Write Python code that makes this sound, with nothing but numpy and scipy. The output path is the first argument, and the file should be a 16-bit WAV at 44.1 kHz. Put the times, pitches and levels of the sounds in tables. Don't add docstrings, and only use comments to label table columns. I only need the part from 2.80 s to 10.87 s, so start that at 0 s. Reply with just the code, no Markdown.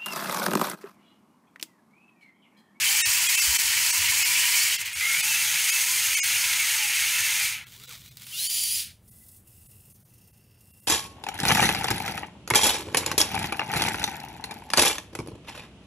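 import sys
import numpy as np
from scipy import signal
from scipy.fft import rfft, irfft, next_fast_len
from scipy.io import wavfile
from scipy.ndimage import uniform_filter1d

SR = 44100
rng = np.random.default_rng(int(sys.argv[2]) if len(sys.argv) > 2 else 0)


def natural_amplitude(level_db):
    exponent = np.asarray(level_db, float) / 20
    return 10 ** exponent


def pcm_store(signal):
    levels = np.round(np.clip(np.atleast_2d(signal), -1, 1) * 32767)
    wavfile.write(sys.argv[1], SR, levels.astype(np.int16).T)


N = 355887
T = np.arange(N) / SR


def unit(x):
    return x / np.sqrt(np.mean(x ** 2))


def columns(*tables):
    s, *rest = np.transpose(np.concatenate(tables))
    gate = np.clip(np.minimum(T - s[0], s[-1] - T) / 0.01 + 1, 0, 1)
    return [np.interp(T, s, column) for column in rest] + [gate]


def tent(start, end, rise_db_s, fall_db_s):
    return np.minimum(np.minimum((T - start) * rise_db_s, (end - T) * fall_db_s), 0)


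def shape(x, gain):
    size = next_fast_len(N)
    hz = np.arange(size // 2 + 1) * SR / size + 1e-3
    return irfft(rfft(x, size) * gain(hz), size)[:N]


def colour(x, points):
    hz, db = np.transpose(points)
    return unit(shape(x, lambda f: natural_amplitude(np.interp(np.log(f), np.log(hz), db, -90, -90))))


def ring(x, hz, width):
    return unit(shape(x, lambda f: 1 / (1 + 2j * (f - hz) / width)))


def between(x, low_hz, high_hz):
    return unit(shape(x, lambda f: 1 / np.sqrt((1 + (low_hz / f) ** 12) * (1 + (f / high_hz) ** 12))))


def walk(rate, count=N):
    place = T[:count] * rate
    points = int(place[-1]) + 2
    return unit(np.interp(place, np.arange(points), rng.standard_normal(points)))


def teeth(hz, scatter_db, slop):
    turns = np.cumsum(hz) / SR + slop * walk(2500)
    out = 1. * (np.diff(np.floor(turns), prepend=0) > 0)
    out[out > 0] = natural_amplitude(scatter_db * rng.standard_normal(int(out.sum())))
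    return out


def whine(hz, gate, wobble, flutter_db):
    out, on = np.zeros(N), gate > 0
    phase = 2 * np.pi * np.cumsum(hz[on] * (1 + wobble * walk(150, count=on.sum()))) / SR
    flutter = natural_amplitude(flutter_db * walk(70, count=on.sum()))
    out[on] = np.sqrt(2) * gate[on] * flutter * np.sin(phase)
    return out


def room():
    # frequency in Hz, density in dB per Hz.
    room_spectrum = [(12, -50.5), (20, -20), (107, 1), (153, -11.5), (186, -8), (260, -20.5), (691, -30.5),
                     (863, -32), (1080, -34.5), (2860, -39), (3200, -37), (4350, -49.5), (15700, -52)]
    # peak in seconds, rise in dB, half width in seconds.
    rumble_swells = [
        (.29, 8, 0.062),
        (.8, 9, 0.21),
        (1.3, 11.5, 0.15),
        (2.92, -7.5, 0.24),
        (5.53, -7, 0.25),
        (6.0, 3, 0.36),
    ]
    # start and end in seconds, frequency and width in Hz, level in
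    # dB.
    drones = [
        (.2, 1.95, 311.6, 24, -65.5),
        (2.3, 2.85, 160.8, 12.2, -60),
        (3.4, 4.5, 100, 30.2, -64),
        (4.55, 5.75, 129, 16.48, -61),
        (5.749, 7.1, 84, 12, -61),
        (5.1, 8.0, 204, 27, -71.5),
        (6.6, 8.1, 120, 28, -63),
    ]
    air = colour(rng.standard_normal(N), room_spectrum)
    low = shape(air, lambda f: 1 / (1 + (f / 190) ** 4))
    swell_db = -64.5 + 4.5 * np.clip((7.9 - T) / 4.1, 0, 1)
    for s, db, half in rumble_swells:
        swell_db = swell_db + db * np.maximum(1 - np.abs(T - s) / half, 0)
    out = natural_amplitude(-55.5) * (air - low) + natural_amplitude(swell_db + 1.4 * walk(6.7)) * unit(low)
    for start, end, hz, width, db in drones:
        gate = np.clip(np.minimum(T - start, end - T) / 0.061, 0, 1)
        out = out + natural_amplitude(db) * gate * ring(rng.standard_normal(N), hz, width)
    return out


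def squeaks():
    per_s, low_hz, high_hz, max_glide = 420, 800, 15000, .03
    out = np.zeros(N + SR)
    for when, pitch, length, glide, size in rng.random((int(per_s * N / SR), 5)):
        t = T[:int(np.interp(length, [0, 1], (.01, .035)) * SR)]
        hz = low_hz * (high_hz / low_hz) ** np.sqrt(pitch)
        bend = 1 + max_glide * (2 * glide - 1) * t / t[-1]
        level = natural_amplitude(3 * size) * np.sqrt(hz / np.log(2 * hz / low_hz))
        out[int(when * N):][:len(t)] += level * np.hanning(len(t)) * np.sin(2 * np.pi * hz * bend * t)
    return unit(out[:N])


def legs():
    # time in seconds, load in dB, rattle facing the microphone in dB.
    leg_load = [(0.002, -27, 1), (0.09, -27, 4.5), (0.5, -27.5, 5.5), (1.45, -27.5, 5), (1.8, -27, 4.5),
                (1.945, -27, 1), (1.99, -34, -1.5), (2.015, -30.5, 1), (2.045, -36, -3), (2.065, -32.5, 0),
                (2.11, -37.5, -1.5), (2.16, -34, 1), (2.22, -30, 0), (2.31, -28.5, 3), (2.9, -29, 6),
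                (3.15, -30, 6), (3.5, -28, 4), (4.07, -27.5, 1), (4.65, -28, 2), (4.745, -34, -1),
                (4.84, -47, -2.5), (4.876, -59, -5)]
    # frequency in Hz, density in dB per Hz.
    walking_body = [(290, -60), (500, -37.5), (738, -23), (957, -14), (1190, -16), (1500, -11),
                    (1900, -4.5), (2270, -1.5), (3080, -3.5), (3610, -8.5), (4480, -5.5), (4880, -6.5),
                    (7210, -3.5), (8690, -6), (12300, -10), (15700, -10.5)]
    turning_body = [(290, -68), (500, -29), (658, -26.5), (865, -15), (1170, -19), (1280, -10.5),
                    (1500, -10), (1800, -5), (2240, 0.5), (2800, -3), (3820, -6), (5640, -6), (6420, -1),
                    (7630, -6), (8690, -4), (15700, -11)]
    mesh_hz = [936, 1001.5, 1782, 2062, 2297, 2466, 2642, 2966]
    case_db, facing_db, gate = columns(leg_load)
    slowed_db = np.maximum(-31.5 - case_db, 0)
    rattle_db = facing_db - 0.48 * slowed_db + 0.52 * walk(9.8)
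    frame_db = -18.3 + 0.62 * slowed_db + 0.66 * facing_db + 0.55 * walk(14)
    sag_per_db = .012
    speeds = [hz * (1 - sag_per_db * slowed_db + .05 * walk(7) + .045 * walk(45)) for hz in mesh_hz]
    loads = np.array([natural_amplitude(4.5 * walk(45)) for hz in speeds])
    loads /= np.sqrt(np.sum(loads ** 2, axis=0))
    mesh = sum(load * unit(teeth(hz, scatter_db=4.5, slop=.105)) for load, hz in zip(loads, speeds))
    shake = unit(mesh) + 1.0 * rng.standard_normal(N) + natural_amplitude(-9) * squeaks()
    turned = np.clip((T - 2.05) / 0.1, 0, 1)
    grind = (1 - turned) * colour(shake, walking_body) + turned * colour(shake, turning_body)
    case = between(grind, 1564.0, 3820) * natural_amplitude(0.72 * walk(25) + 0.89 * walk(180))
    rattle = between(grind, 4330.0, 22000) * natural_amplitude(rattle_db + 0.74 * walk(60))
    frame = between(grind, 300, 1340.0) * natural_amplitude(frame_db + .5 * walk(25))
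    floor = between(rng.standard_normal(N), 130, 520) * natural_amplitude(-37.0)
    return -gate * natural_amplitude(case_db - 1.7) * (case + rattle + frame + floor)


def strands():
    # start and end in seconds,
    # from and to Hz, dB.
    gear_strands = [(.03, 0.197, 2266, 2420, -38.5), (.06, .12, 3110, 2937, -34.5),
                    (.18, 0.279, 1850, 1816, -38.5), (0.549, 0.603, 2590, 2605, -27.5),
                    (0.581, .73, 3060, 3020, -37), (0.632, .7, 2090, 2014, -39),
                    (0.929, 0.994, 2350, 2320, -34), (1.25, 1.35, 2250, 2230, -36),
                    (1.382, 1.47, 2450, 2515, -33.5), (1.489, 1.53, 2720, 2780, -42),
                    (1.501, 1.6, 2250, 2370, -36), (1.6, 1.682, 2950, 2840, -36),
                    (1.73, 1.84, 2230, 2203, -31.5), (1.88, 1.95, 2310, 2435, -47),
                    (2.501, 2.57, 1630, 1720, -43), (2.652, 2.718, 3250, 3330, -44),
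                    (3.209, 3.3, 2850, 2760, -37.5), (3.33, 3.391, 2310, 2150, -32),
                    (3.53, 3.57, 2780, 2930, -32.5), (3.8, 3.84, 2200, 2350, -30),
                    (3.88, 3.9, 2270, 2350, -32), (3.73, 3.76, 6600, 6600, -44), (.6, .64, 7840, 7760, -35),
                    (1.79, 1.84, 4300, 4770, -32), (4.011, 4.062, 2840, 2620, -34),
                    (4.079, 4.157, 2500, 2350, -36.5), (4.271, 4.33, 2800, 2840, -35.5),
                    (4.327, 4.374, 2640, 2575, -31.5), (4.383, 4.45, 2660, 2693, -36),
                    (4.38, 4.45, 1750, 1820, -36.5), (4.55, 4.702, 2500, 2250, -36.5),
                    (5.535, 5.6, 2740, 2960, -43), (5.764, 5.87, 2930, 3150, -52.5),
                    (5.94, 5.97, 7320, 7200, -39.5), (5.99, 6.045, 5140, 3770, -43),
                    (5.57, 5.63, 5650, 6270, -43), (5.72, 5.96, 5800, 6250, -49)]
    # start and end in seconds, from and to Hz, level in dB.
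    motor_hums = [(.08, 0.243, 760, 969, -47), (.28, .45, 1000, 997, -53), (0.699, .78, 960, 913, -50),
                  (1.019, 1.2, 960, 1014, -45), (1.201, 1.379, 950, 1030, -47.5),
                  (1.481, 1.799, 1000, 951, -47), (2.218, 2.401, 1250, 1530, -44),
                  (2.38, 2.524, 840, 905, -48.5), (2.6, 2.75, 850, 878, -53.5),
                  (3.081, 3.16, 1030, 1050, -48), (3.45, 3.6, 880, 884, -60), (3.622, 3.8, 1000, 977, -52),
                  (3.679, 3.856, 1320, 1282, -49.5), (3.95, 4.121, 900, 793, -49.5),
                  (4.3, 4.446, 1000, 975, -58.5), (4.519, 4.648, 900, 810, -53.5)]
    # start and end in seconds, from and to Hz, level in dB.
    jaw_tones = [
        (6.31, 6.5, 5330, 5400, -82),
        (6.71, 6.82, 5130, 5210, -80),
        (6.9, 7.11, 5280, 5350, -80),
        (7.11, 7.16, 6150, 6200, -74),
        (7.37, 8.1, 5420, 5330, -79),
        (7.4, 8.0, 4730, 4710, -84),
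        (7.3, 7.56, 5950, 6080, -83),
        (7.8, 8.1, 2760, 2740, -76),
    ]
    out = np.zeros(N)
    kinds = [(gear_strands, .02, -.5, 3.5), (motor_hums, .025, -1, 3.5), (jaw_tones, .006, 0, 2)]
    for table, wobble, lift_db, flutter_db in kinds:
        for start, end, from_hz, to_hz, db in table:
            gate = np.clip(np.minimum(T - start, end - T) / .02 + .5, 0, 1)
            hz = np.interp(T, [start, end], [from_hz, to_hz])
            out += natural_amplitude(db + lift_db) * whine(hz, gate, wobble=wobble, flutter_db=flutter_db)
    return out


def footfalls():
    # time in seconds, peak in dB, frequency in Hz.
    steps = [
        (0.257, -42, 72.56),
        (0.676, -29.5, 65.5),
        (0.829, -50, 59.22),
        (1.19, -36, 84.5),
        (1.27, -46, 80.44),
        (2.162, -42.5, 78.18),
        (3.448, -45, 90),
        (4.398, -41, 99),
    ]
    out, t = np.zeros(N + SR), T[:SR // 4]
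    swell = t / 0.0265 * np.exp(1 - t / 0.015)
    for s, db, hz in steps:
        out[int(s * SR):][:len(t)] += natural_amplitude(db + 1.5) * np.sin(2 * np.pi * hz * t) * swell
    return out[:N]


def ticks():
    # time in seconds, peak in dB, ring in Hz.
    joint_ticks = [(2.058, -16, 2890), (4.8688, -29, 3300), (5.3177, -36, 3870), (5.4206, -28, 2900),
                   (5.73, -10, 9800), (5.838, -4, 10000), (4.9993, -30, 2810), (5.038, -27, 3960),
                   (5.093, -25, 3540), (5.2274, -42.5, 3520), (5.248, -38.5, 3945), (5.2695, -37, 4050),
                   (4.964, -36, 3612), (5.3244, -35, 3589), (5.3712, -23.5, 3812), (5.3706, -28, 4750),
                   (5.3986, -35.5, 3350), (5.4675, -24, 2706), (6.2803, -40, 8220), (6.565, -41, 8670),
                   (7.8568, -41, 8800)]
    out, t = np.zeros(N + SR), T[:SR // 4]
    cracks = rng.standard_normal((len(joint_ticks), len(t)))
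    for (s, db, hz), crack in zip(joint_ticks, cracks):
        crack = signal.sosfilt(signal.butter(2, .7 * hz, "high", fs=SR, output="sos"), crack)
        plastic = np.sin(2 * np.pi * hz * t) * np.exp(-t / 0.0041)
        tick = 0.59 * crack * np.exp(-t / 0.0011) + 0.22 * plastic
        out[int(s * SR):][:len(t)] += natural_amplitude(db - 4.0) * tick
    return out[:N]


def singing_drives():
    # time in seconds, pitch in Hz, level in dB.
    loaded_song = [(2.215, 2020, -32), (2.26, 2140, -29), (2.33, 2170, -30), (2.38, 2330, -31.5),
                   (2.43, 2500, -35), (2.47, 2740, -33), (2.53, 2610, -31), (2.6, 2680, -33),
                   (2.65, 2640, -39)]
    second_song = [
        (2.89, 2680, -45),
        (2.93, 2650, -31),
        (2.99, 2640, -36),
    ]
    # time in seconds, pitch in Hz, level in dB.
    twitches = [
        [(4.925, 712, -74.5), (4.95, 866, -69.5), (4.99, 1133, -70), (5.03, 1317, -67), (5.06, 1450, -68)],
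        [(5.095, 1468, -53.5), (5.11, 1285, -57), (5.135, 907, -65), (5.155, 585.6, -68)],
        [(4.98, 390, -69.5), (5.04, 460, -75), (5.08, 506, -68), (5.12, 464.5, -67)],
        [(5.015, 3830, -65.5), (5.04, 4016, -62), (5.08, 3943, -50.5), (5.11, 3700, -62), (5.145, 3250, -57.5)],
        [(5.205, 3500, -66), (5.235, 3750, -63), (5.27, 3950, -60), (5.295, 3900, -64)],
    ]
    out = np.zeros(N)
    for table in [loaded_song, second_song, *twitches]:
        hz, db, gate = columns(table)
        out = out + natural_amplitude(db) * whine(hz, gate, wobble=.007, flutter_db=2.0)
    return out


def fidget():
    # peak in seconds, level in dB, rise and fall in dB per second.
    bursts = [
        (4.886, -49, 500, 400),
        (4.938, -45.5, 230.5, 146),
        (5.04, -53, 100, 200),
        (5.1, -44.5, 500, 77),
        (5.155, -40, 69, 400),
        (5.272, -49.5, 55, 128),
        (5.375, -49, 1999.5, 350.5),
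        (5.435, -41.5, 310, 900),
        (5.47, -46, 1500, 43.5),
        (5.5, -47.5, 200, 900),
    ]
    # frequency in Hz, density in dB per Hz.
    standing_body = [(410, -42), (700, -21), (1380, -12), (1700, -12), (2350, -4.5), (2610, -10),
                     (3520, -2.5), (5190, -11.5), (6830, -11), (10200, -9), (15700, -2.5)]
    db = np.max([top + tent(s, s, rise, fall) for s, top, rise, fall in bursts], axis=0)
    treble_db = -2.5 + 0.33 * np.clip(-48.5 - db, -10, 10)
    grains = rng.standard_normal(N) * natural_amplitude(2.0 * walk(500) + 3.0 * rng.standard_normal(N))
    body = colour(grains, standing_body)
    cover = natural_amplitude(-26.0 + 3.2 * walk(26)) * ring(grains, 2800, 250)
    treble = natural_amplitude(treble_db) * between(body, 5100, 18000)
    return natural_amplitude(db - 4.0) * (between(body, 584.4, 7800) + cover + treble)


def neck():
    # time in seconds, whine in Hz, level in dB.
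    pinion = [(5.5, 2900, -66), (5.53, 3150, -53), (5.565, 3650, -47), (5.6, 3960, -43.5),
              (5.67, 4530, -45), (5.705, 4760, -44.5), (5.74, 4710, -44), (5.806, 4850, -44.5),
              (5.854, 4612, -44), (5.892, 4784, -48), (5.962, 4954, -44), (5.986, 4216, -47),
              (6.01, 3750, -55), (6.04, 3500, -60)]
    # multiple of the whine frequency, level against it in dB.
    gear_orders = [(.185, -26), (.4, -18), (.66, -16), (1.0, 5.5), (1.25, -4.5)]
    # frequency in Hz, density in dB per Hz.
    neck_body = [(350, -66), (600, -36), (1600, -28.5), (2350, -12), (3130, -5), (3690, -9.5), (4660, -6),
                 (5480, -7), (8040, -9), (9870, -2.5), (10900, -11), (12100, -8), (15700, -9)]
    full_s, cut_s = 5.6065, 6
    ring_hz, ring_width = 9980, 620
    hz, whine_db, turning = columns(pinion)
    upper_db = -40.5 + np.maximum(tent(5.675, 5.865, 400, 300), -13) + tent(5.57, 5.97, 350, 300)
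    grind_db = -27 + uniform_filter1d(tent(full_s, cut_s, 147, 241), int(0.0864 * SR))
    ring_db = -9.5 - 6 * np.maximum(4600 - hz, 0) / 1000 + 1.9 * walk(40)
    orders = natural_amplitude(upper_db) * whine(1.5 * hz, turning, wobble=.01, flutter_db=3.0)
    for k, db in gear_orders:
        orders = orders + natural_amplitude(whine_db + db) * whine(k * hz, turning, wobble=.012, flutter_db=2.2)
    mesh = unit(teeth(hz / 2, scatter_db=2.5, slop=0.26)) + 1.96 * rng.standard_normal(N)
    case_ring = natural_amplitude(ring_db) * ring(ring(mesh, ring_hz, ring_width), ring_hz, ring_width)
    grind = natural_amplitude(-1.5 + .5 * walk(60)) * colour(mesh, neck_body) + case_ring
    coast = natural_amplitude(-57 + tent(cut_s, 6.11, 300, 490.0)) * between(mesh, 1600, 5100)
    return natural_amplitude(1.5) * orders + natural_amplitude(grind_db) * grind + coast


def jaw():
    # first tooth and end in seconds, teeth per second, hiss in dB, drift in dB per second.
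    strokes = [
        (6.288, 6.575, 39, -52.5, 4),
        (6.677, 7.145, 21, -53, -1),
        (7.163, 7.388, 22.5, -60, 2),
        (7.413, 7.76, 30, -59, -10),
        (7.78, 8.08, 31, -59, 9.5),
    ]
    # start and end in seconds, low ring in dB, upper rings against it in dB.
    case_hums = [
        (6.297, 6.559, -67.5, -9),
        (6.684, 7.11, -74, 5),
        (7.302, 8.1, -73, 1.5),
    ]
    # frequency in Hz, width in Hz, level in dB.
    case_rings = [(2010, 60, -9), (2741, 300, 2.5), (4730, 50, -16), (5350, 160, -8), (8730, 160, -6)]
    # frequency in Hz, density in dB per Hz.
    open_body = [(1760, -48.5), (3000, -28), (3370, -8.5), (4330, -10), (5080, -6), (6080, -7), (6520, -4),
                 (9020, 4), (13300, 3), (15700, 2)]
    bite_body = [(1760, -41), (3000, -18), (3370, -14), (5710, -7), (6250, -5), (8080, -9), (8480, -2),
                 (10900, -3), (14300, -1), (15700, -4)]
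    tooth_db, scatter_db, jitter_s, light_db = 16, -5, .002, -57
    hiss, throb = np.zeros((2, N))
    hum = sum(natural_amplitude(db + tent(start, end, 300, 300)) for start, end, db, _ in case_hums)
    upper = sum(natural_amplitude(db + up_db + tent(start, end, 300, 300)) for start, end, db, up_db in case_hums)
    for start, end, rate, hiss_db, drift_db in strokes:
        stroke = natural_amplitude(tent(start + 0.016, end, 200, 201))
        hiss = np.maximum(hiss, natural_amplitude(hiss_db + drift_db * (T - start)) * stroke)
        throb_db = hiss_db - 0.6896 * max(hiss_db - light_db, 0) + tooth_db
        for s, (late, size) in zip(np.arange(start, end, 1 / rate), rng.standard_normal((20, 2))):
            swell = throb[int((s + jitter_s * late) * SR) - 300:][:2000]
            t = T[:len(swell)]
            level = natural_amplitude(throb_db + drift_db * (s - start) + scatter_db * size)
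            swell += level * t / 0.011 * np.exp(1 - t / 0.0043)
    grit = rng.standard_normal(N) * natural_amplitude(2.5 * rng.standard_normal(N))
    closing = np.clip(np.minimum(T - 7.1, 7.85 - T) / 0.051, 0, 1)
    scrape = (1 - closing) * colour(grit, open_body) + closing * colour(grit, bite_body)
    motor_hz = 62 * (1 + .1 * walk(30))
    buzz = unit(teeth(motor_hz, scatter_db=2.0, slop=0)) + .75 * rng.standard_normal(N)
    low, *high = (natural_amplitude(db) * ring(ring(buzz, hz, width), hz, width) for hz, width, db in case_rings)
    rings = hum * low + upper * sum(high) * (0.59 + 0.058 * throb / (hiss + natural_amplitude(-71.5)))
    friction = scrape * (natural_amplitude(-5.0 + 1.04 * walk(7.1)) * hiss + natural_amplitude(-16.5) * throb)
    return friction + natural_amplitude(-1.9 + 1.2 * walk(45)) * rings


def scene():
    robot = legs() + strands() + footfalls() + ticks() + singing_drives() + fidget() + neck() + jaw()
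    t = T[:SR // 4]
    tail = rng.standard_normal(SR // 4) * np.exp(-np.log(1000) * t / 0.24)
    echo = signal.fftconvolve(robot, tail / np.sqrt(np.sum(tail ** 2)))[:N]
    echo = shape(echo, lambda f: 1 / np.sqrt(1 + (f / 6935.5) ** 2))
    return np.tile(robot + natural_amplitude(-13) * echo + room(), (2, 1))


def partials(x, start, span, known=(), count=7, size=640):
    spectrum = rfft(x[start:start + size] * np.hanning(size))
    hz = np.arange(len(spectrum)) * SR / size
    tops = signal.argrelmax(np.abs(spectrum), order=4)[0]
    tops = tops[np.argsort(-np.abs(spectrum[tops]) * hz[tops] ** .15)[:count]]
    sizes, hz = spectrum[tops], hz[tops]
    if known:
        sizes, hz = np.exp(1j * np.angle(sizes[:len(known)])), known
    held = np.real(sizes @ np.exp(2j * np.pi * np.outer(hz, T[span] - start / SR)))
    return unit(held) * np.std(x[start:start + size])


def bridge(x):
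    # centre in seconds, length in seconds, held partials in dB.
    lost_packets = [(.236, .039, -2), (.481, .014, -3), (.567, .016, -5), (.609, .013, 0),
                    (.779, .015, -11), (1.12, .013, -3), (1.441, .014, -1), (1.975, .014, -4),
                    (2.144, .014, 0), (2.421, .016, -5), (2.912, .014, -3), (3.36, .016, 1),
                    (3.415, .038, -2), (4.854, .015, -5), (5.067, .016, -8), (5.302, .016, -3),
                    (5.685, .017, -3), (6.305, .015, -2), (6.88, .017, -1), (7.137, .015, -1),
                    (7.243, .018, 0), (7.521, .016, -1), (7.926, .019, 0), (8.011, .015, -4)]
    known_partials = {.236: ([1870, 2650, 3760, 7180, 7670, 8850],
                      [1820, 2210, 2610, 2820, 5430, 6220, 8730]),
                      3.415: ([2220, 2450, 2830, 6450, 6520, 8400], [2200, 5070, 6280, 6950, 7020]),
                      5.685: ([3050, 4560, 4640, 7050, 9750], [3100, 4620, 4700, 7120, 9800])}
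    out = x.copy()
    for s, length, db in lost_packets:
        mid, half = int(s * SR), int(length * SR / 2)
        span = slice(mid - 1400, mid + 1400)
        late = np.clip(.5 + (T[span] - s) / (length + .02), 0, 1) * np.pi / 2
        hz_before, hz_after = known_partials.get(s, ((), ()))
        before = partials(x, mid - half - 400, span, hz_before)
        after = partials(x, mid + half - 240, span, hz_after)
        held = np.cos(late) * before + np.sin(late) * after
        depth = .74 if length < .027 else .93
        lost = np.clip((length / 2 + .0075 - np.abs(T[span] - s)) / .016, 0, depth) * np.pi / 2
        out[span] = out[span] * np.cos(lost) ** 2 + natural_amplitude(db - 1.0) * held * np.sin(lost)
    return out


def top_cut(x):
    return signal.sosfilt(signal.butter(12, 17090, fs=SR, output="sos"), x)


def record(dry):
    rounded = np.tanh(1.6 * dry[0]) / 1.6
    heard = shape(bridge(rounded), lambda f: 1 / (1 + (f / 15760) ** 400))
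    return top_cut(np.tile(heard, (2, 1)))


dry = scene()
out = record(dry)
pcm_store(out)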